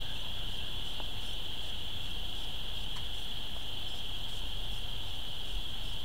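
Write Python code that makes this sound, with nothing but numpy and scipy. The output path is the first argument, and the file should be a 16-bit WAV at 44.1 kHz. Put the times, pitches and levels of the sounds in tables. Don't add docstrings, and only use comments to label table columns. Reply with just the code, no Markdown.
import sys
import numpy as np
from scipy import signal
from scipy.fft import rfft, irfft
from scipy.io import wavfile
from scipy.ndimage import uniform_filter1d

SR = 44100
rng = np.random.default_rng(int(sys.argv[2]) if len(sys.argv) > 2 else 0)


def bounce(signal):
    frames = np.transpose(np.atleast_2d(signal))
    limited = np.clip(frames, -1, 1)
    pcm = np.round(limited * 32767).astype(np.int16)
    wavfile.write(sys.argv[1], SR, pcm)


def boost_factor(decibels):
    exponent = np.asarray(decibels, float) / 20
    return 10 ** exponent


N = 266364
CUTOFF_HZ = 15740


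def rms_one(x):
    return x / np.sqrt(np.mean(x ** 2) + 1e-20)


def in_time(rows):
    s, db = np.transpose(rows)
    return np.interp(np.arange(N) / SR, s, db)


def at_hz(points, hz):
    point_hz, db = np.transpose(points)
    return np.interp(np.log(hz), np.log(point_hz), db)


def drift(rate):
    r = np.exp(-80 * np.pi * rate / SR)
    noise = rng.standard_normal(N // 40 + 2002)
    slow = signal.lfilter([1], [1, -2 * r, r * r], noise)[2000:]
    return np.interp(np.arange(N) / 40, np.arange(len(slow)), rms_one(slow))


def colour(x, spectrum):
    hz = np.maximum(np.arange(N // 2 + 1) * SR / N, 1)
    inside = (hz > spectrum[0][0]) & (hz < spectrum[-1][0])
    return irfft(rfft(x) * boost_factor(at_hz(spectrum, hz)) * inside, N)


def patchy(spectrum, patchy_db, rate):
    x, out = rfft(colour(rng.standard_normal(N), spectrum)), 0
    octave = np.log2(np.maximum(np.arange(len(x)) * SR / N, 1))
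    lowest, highest = np.log2(spectrum[0][0]), np.log2(spectrum[-1][0])
    for centre in np.arange(lowest, highest + .5, .5):
        band = np.clip(1 - 2 * abs(octave - centre), 0, 1)
        out = out + boost_factor(patchy_db * drift(rate)) * irfft(x * band, N)
    return rms_one(out)


def evened(x, span_s, share):
    power = uniform_filter1d(x ** 2 + 1e-12, max(int(span_s * SR), 9))
    return rms_one(x / power ** (share / 2))


def bandpass(x, order, low_hz, high_hz):
    return signal.sosfilt(signal.butter(order, [low_hz, high_hz], "band", fs=SR, output="sos"), x)


def resonate(x, hz, width_hz):
    r = np.exp(-np.pi * width_hz / SR)
    poles = [1, -2 * r * np.cos(2 * np.pi * hz / SR), r * r]
    return signal.lfilter((1 - r * r) / 2 * np.array([1, 0, -1]), poles, x)


def peeps(middle_s, hz, gain, length_s, rise):
    size = int(length_s.max() * SR) + 1
    t = (np.arange(size) - size // 2) / SR
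    u = np.clip(t / length_s[:, None], -.5, .5)
    turn = hz[:, None] * t * (1 + rise * u / 2) + rng.random((len(hz), 1))
    swell = np.cos(np.pi * u.astype("f4")) ** 2
    notes = gain[:, None] * swell * np.sin(2 * np.pi * turn.astype("f4"))
    at = np.clip((middle_s * SR).astype(int), 0, N)[:, None] + np.arange(size)
    return np.bincount(at.ravel(), notes.ravel(), N + size + 1)[size // 2:size // 2 + N]


def woods(x, t60, wet_db):
    t = np.arange(SR // 3) / SR
    tail = rng.standard_normal(len(t)) * boost_factor(-60 * t / t60) * (t > .01)
    return x + boost_factor(wet_db) * signal.fftconvolve(x, tail / np.sqrt(np.sum(tail ** 2)))[:N]


# (time [s], level [dB])
CHORUS_LEVEL = [
    (0.0, -43),
    (1.02, -42),
    (1.14, -44.5),
    (1.18, -42.5),
    (3.4, -43),
    (3.55, -44.5),
    (3.78, -42.5),
    (4.64, -43.5),
    (6.01, -43.5),
    (6.04, -45),
]
# (frequency [Hz], density [dB per Hz])
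VOICES = [(2350, -25), (2520, -25), (2700, -12), (2800, -9.5), (2950, -4.5), (3100, -1.5), (3250, 0),
          (3350, -1.5), (3500, -7), (3650, -13.5), (3900, -15), (4200, -20), (4480, -23.5), (4600, -30),
          (4900, -41)]


def far_frogs(count=640, size=16, channels=8):
    waver_db, waver_rate = 0.5, 2.3
    low_db, high_db = waver_db * drift(waver_rate), waver_db * drift(waver_rate)
    total = count * size
    pitch = np.repeat(np.linspace(2400, 4880, count), size) * (1 + 0.013 * rng.standard_normal(total))
    beat = np.arange(size) + rng.random((count, 1)) + .12 * rng.standard_normal((count, size))
    when = beat.ravel() * (N / SR / (size - 1)) - .3
    distance_db = np.repeat(rng.normal(0, 1.0, count), size) + rng.normal(0, 1.9, total)
    at = np.clip((when * SR).astype(int), 0, N - 1)
    group_db = (pitch < 2870) * low_db[at] + (pitch > 3640) * high_db[at]
    gain, length = boost_factor(distance_db + group_db), rng.uniform(0.011, 0.04, total)
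    bank = rng.integers(0, channels, total)
    calls = np.zeros(N)
    for k in range(channels):
        here = bank == k
        dry_calls = peeps(when[here], pitch[here], gain[here], length[here], rise=0.1)
        calls += woods(dry_calls, t60=0.85, wet_db=5)
    return boost_factor(in_time(CHORUS_LEVEL) + 0.13) * evened(colour(calls, VOICES), span_s=0.064, share=0.87)


# (time [s], pitch [Hz])
NEAR_PEEPS = [(0.163, 2691), (0.254, 3359), (0.393, 3283), (0.594, 3165), (0.61, 2702), (0.791, 3219),
              (1.019, 2702), (1.199, 3165), (1.3, 3122), (1.734, 3262), (1.93, 3305), (1.975, 3262),
              (2.096, 2756), (2.347, 2939), (2.644, 3122), (2.775, 3197), (2.913, 3456), (3.017, 3283),
              (3.307, 3413), (3.312, 2928), (3.688, 3090), (3.791, 2885), (3.876, 3133), (4.062, 3003),
              (4.148, 3262), (4.257, 3337), (5.294, 3197), (5.656, 3326), (5.782, 3090), (5.934, 3186)]


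def near_frogs():
    s, hz = np.transpose(NEAR_PEEPS)
    db = -39.5 + 0.52 * at_hz(VOICES, hz)
    db = db + 2.5 * (hz < 2720)
    return woods(peeps(s, hz, boost_factor(db), np.full(len(s), .03), rise=0.0065), t60=0.5, wet_db=-18)


# (start [s], length [s], level [dB])
MOTOR_RUNS = [(0.098, 0.11, -62.5), (0.485, 0.098, -63), (0.842, 0.103, -60.5), (1.208, 0.13, -60.5),
              (1.61, 0.092, -62), (2.013, 0.1, -63), (2.35, 0.101, -61), (2.751, 0.091, -63),
              (3.14, 0.11, -62.5), (3.545, 0.087, -63), (3.882, 0.112, -60), (4.285, 0.11, -61),
              (4.714, 0.075, -60.5), (5.05, 0.11, -62.5), (5.45, 0.104, -62), (5.836, 0.105, -61.5)]
# (frequency [Hz], width [Hz], level [dB])
BARREL = [(4750, 140, 0), (5240, 64, 5.5), (5930, 150, -5), (7630, 80, 2), (7340, 2900, -8.5),
          (9200, 250, -4), (9430, 200, -5), (10700, 400, -13)]
# (time [s], peak [dB])
SLIPS = [
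    (1.2565, -52),
    (3.1767, -62),
]


def lens_motor():
    brake_lead_s, brake_db, ramp_s = 0.01, -58, 0.0054
    gate, squeak, whirr = np.zeros(N), np.zeros(N), np.zeros(N)
    t = np.arange(N) / SR
    for s, length, db in MOTOR_RUNS:
        gate += boost_factor(db) * np.clip(np.minimum(t - s, s + length - t) / ramp_s + .5, 0, 1)
    teeth = rng.standard_normal(N) * boost_factor(1.2 * drift(70))
    for k, (hz, width, db) in enumerate(BARREL):
        sign = (-1) ** k
        whirr += sign * boost_factor(db + 2.5 * drift(1.8)) * resonate(teeth, hz, width)
    brakes = [(s + length - brake_lead_s, brake_db) for s, length, _ in MOTOR_RUNS]
    s, db = np.transpose(brakes + [tuple(slip) for slip in SLIPS])
    for hz, overtone_db in [(6100, -1.5), (9150, -0.38)]:
        gain = boost_factor(db + overtone_db + 2.0 * rng.standard_normal(len(s)))
        squeak += peeps(s + 0.0095, np.full(len(s), hz), gain, np.full(len(s), .014), rise=.03)
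    return boost_factor(0.4) * gate * rms_one(whirr) + squeak


# (time [s], peak [dB], pitch factor of the pipe struck [ratio])
TAPS = [
    (1.0015, -31.5, 1.0),
    (3.565, -39.5, .84),
    (3.941, -42, .84),
]
# (frequency [Hz], level [dB], t60 [s])
PIPE = [(340, -8, .018), (600, -3, .015), (840, 1, .03), (1020, -5, .015), (1340, -3, .012),
        (1620, -5, .01)]
# (frequency [Hz], density [dB per Hz])
SCUFF_COLOUR = [(500, -14), (1000, 4), (1300, -3), (1800, 0), (2400, -4), (3600, -14), (4430, -6),
                (4800, -16), (7000, -17), (11500, -22), (14000, -38)]


def frame():
    out = np.zeros(N)
    for s, db, factor in TAPS:
        clicks, at = np.zeros(SR // 10), round(s * SR)
        clicks[0], clicks[round(.0032 * SR)] = -boost_factor(db - 3), -boost_factor(db - 14)
        clicks = bandpass(clicks, 3, 260, 1600)
        for hz, mode_db, t60 in PIPE:
            r, w = boost_factor(-60 / (t60 * SR)), 2 * np.pi * hz * factor / SR
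            poles = [1, -2 * r * np.cos(w), r * r]
            out[at:at + len(clicks)] += signal.lfilter([0, boost_factor(mode_db) * np.sin(w)], poles, clicks)
    grains = (rng.random(N) < 9000.0 / SR) * rng.standard_normal(N)
    t = np.arange(N) / SR - 2.963
    rise_db, fall_db = 2200 * t, 600 * (.012 - t)
    stroke = boost_factor(-45.5 + np.minimum(0, np.minimum(rise_db, fall_db)))
    grit = rms_one(colour(grains, SCUFF_COLOUR))
    edge = boost_factor(2) * (t < .010) * bandpass(grit, 2, 4000, 10500)
    return out + stroke * (grit + edge)


# (time [s], pitch [Hz], peak [dB], length [s])
CAWS = [
    (0.092, 1590, -49.5, 0.18),
    (.12, 1340, -61, .06),
    (0.25, 984, -51, 0.08),
    (0.397, 1395, -52, 0.21),
    (0.389, 1620, -55, 0.13),
    (0.51, 1620, -52, 0.055),
    (0.656, 1628, -51, 0.15),
    (1.11, 1530, -56, 0.097),
    (3.83, 1670, -61, .06),
]


def far_bird():
    s, hz, db, length = np.transpose(CAWS)
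    rasp = .35 + drift(90)
    return woods(peeps(s, hz, boost_factor(db - 7), length, rise=.02) * rasp, t60=0.36, wet_db=-1)


# (time [s], level [dB])
GUST = [(0.0, -44), (0.32, -50), (0.5, -39), (0.57, -50.5), (1.21, -42), (1.24, -46), (2.03, -50),
        (2.07, -43), (3.92, -49.5), (4.76, -39), (4.88, -46), (4.93, -38.5), (5.01, -51), (5.52, -46),
        (5.57, -30), (5.63, -53), (5.87, -43), (6.04, -46.5)]
# (frequency [Hz], density [dB per Hz])
THUMP = [(4, -11), (12, -14), (19, -12), (27, 13), (36, 9), (50, -19), (70, -62)]
# (frequency [Hz], density [dB per Hz])
WIND = [(30, -28), (45, 0), (59, 4), (75, -8), (90, 1), (130, -11), (200, -16), (300, -39)]


def port_wind():
    gust_db = in_time(GUST)
    flutter_db = -48.5 + 0.058 * (gust_db - gust_db.mean())
    flutter = boost_factor(flutter_db) * evened(patchy(WIND, patchy_db=1.5, rate=2.8), span_s=0.04, share=0.28)
    thump = evened(patchy(THUMP, patchy_db=4.0, rate=4.1), span_s=0.029, share=0.7)
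    return flutter + boost_factor(gust_db - 0.3) * thump


# (frequency [Hz], density [dB per Hz])
BREEZE = [(59, -13), (100, -3.5), (306, -11), (565, -13.5), (722, -12.5), (783, -12), (862, -12),
          (1150, -19.5), (1640, -17), (2030, -22.5), (2400, -22), (2600, -21), (3380, -13), (5720, -120)]


def country_breeze():
    t = np.arange(N) / SR
    breeze = patchy(BREEZE, patchy_db=0.64, rate=14.0)
    upper = signal.sosfilt(signal.butter(2, 1150, "high", fs=SR, output="sos"), breeze)
    croak = boost_factor(0.06 * (t.mean() - t) + 1.15 * drift(12))
    return boost_factor(-49.5 - 0.16 * t) * (breeze + (croak - 1) * upper)


# (frequency [Hz], density [dB per Hz])
HISS = [(1800, -10), (4400, 5), (4700, 6), (5000, 2.3), (5300, 0.5), (7400, 1.5), (8600, 0), (12000, -1.5),
        (15000, -1), (17000, -6)]
# (centre [Hz], width [Hz], rms of a line [dB])
BUZZ = [(120, 60, -70), (720, 150, -70), (1450, 300, -83), (4500, 200, -85), (5350, 300, -92),
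        (6200, 300, -84), (7500, 400, -93), (9000, 500, -88), (10800, 600, -88), (11650, 250, -91),
        (12220, 420, -85)]


def circuits():
    hz = 120 * np.arange(1, 126)
    lines = sum(boost_factor(db - 10 * ((hz - centre) / width) ** 2) for centre, width, db in BUZZ)
    t = np.arange(SR // 60) / SR
    waves = np.sin(2 * np.pi * (hz[:, None] * t + rng.random((len(hz), 1))))
    period = np.sqrt(2) * lines @ waves
    return boost_factor(-58.5) * patchy(HISS, patchy_db=0.72, rate=28) + np.resize(period, N)


def scene():
    animals = far_frogs() + near_frogs() + far_bird()
    handling = lens_motor() + frame()
    background = port_wind() + country_breeze() + circuits()
    return (animals + handling + background)[None]


def starve(x):
    spectrum, hz = rfft(x), np.arange(N // 2 + 1) * SR / N
    step_hz = 340
    lows = np.arange(11300, CUTOFF_HZ, step_hz)
    rarities = np.linspace(1.9, 1.1, len(lows))
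    bands = [(4540, 4840, .35), *zip(lows, lows + step_hz, rarities)]
    for low, high, rarity in bands:
        gone = np.clip(4 * (drift(30) - rarity), 0, 1 - .1)
        x = x - gone * irfft(spectrum * (hz > low) * (hz < high), N)
    return x


def top_cut(x):
    return signal.sosfilt(signal.butter(12, 16750, fs=SR, output="sos"), x)


def record(dry):
    below_cutoff = np.arange(N // 2 + 1) * SR / N < CUTOFF_HZ
    cut = irfft(rfft(starve(dry)) * below_cutoff, N)
    fade_in = np.minimum(np.arange(N) / (.012 * SR), 1)
    mix = (cut - .0266) * fade_in
    return top_cut(mix)


dry = scene()
out = record(dry)
bounce(out)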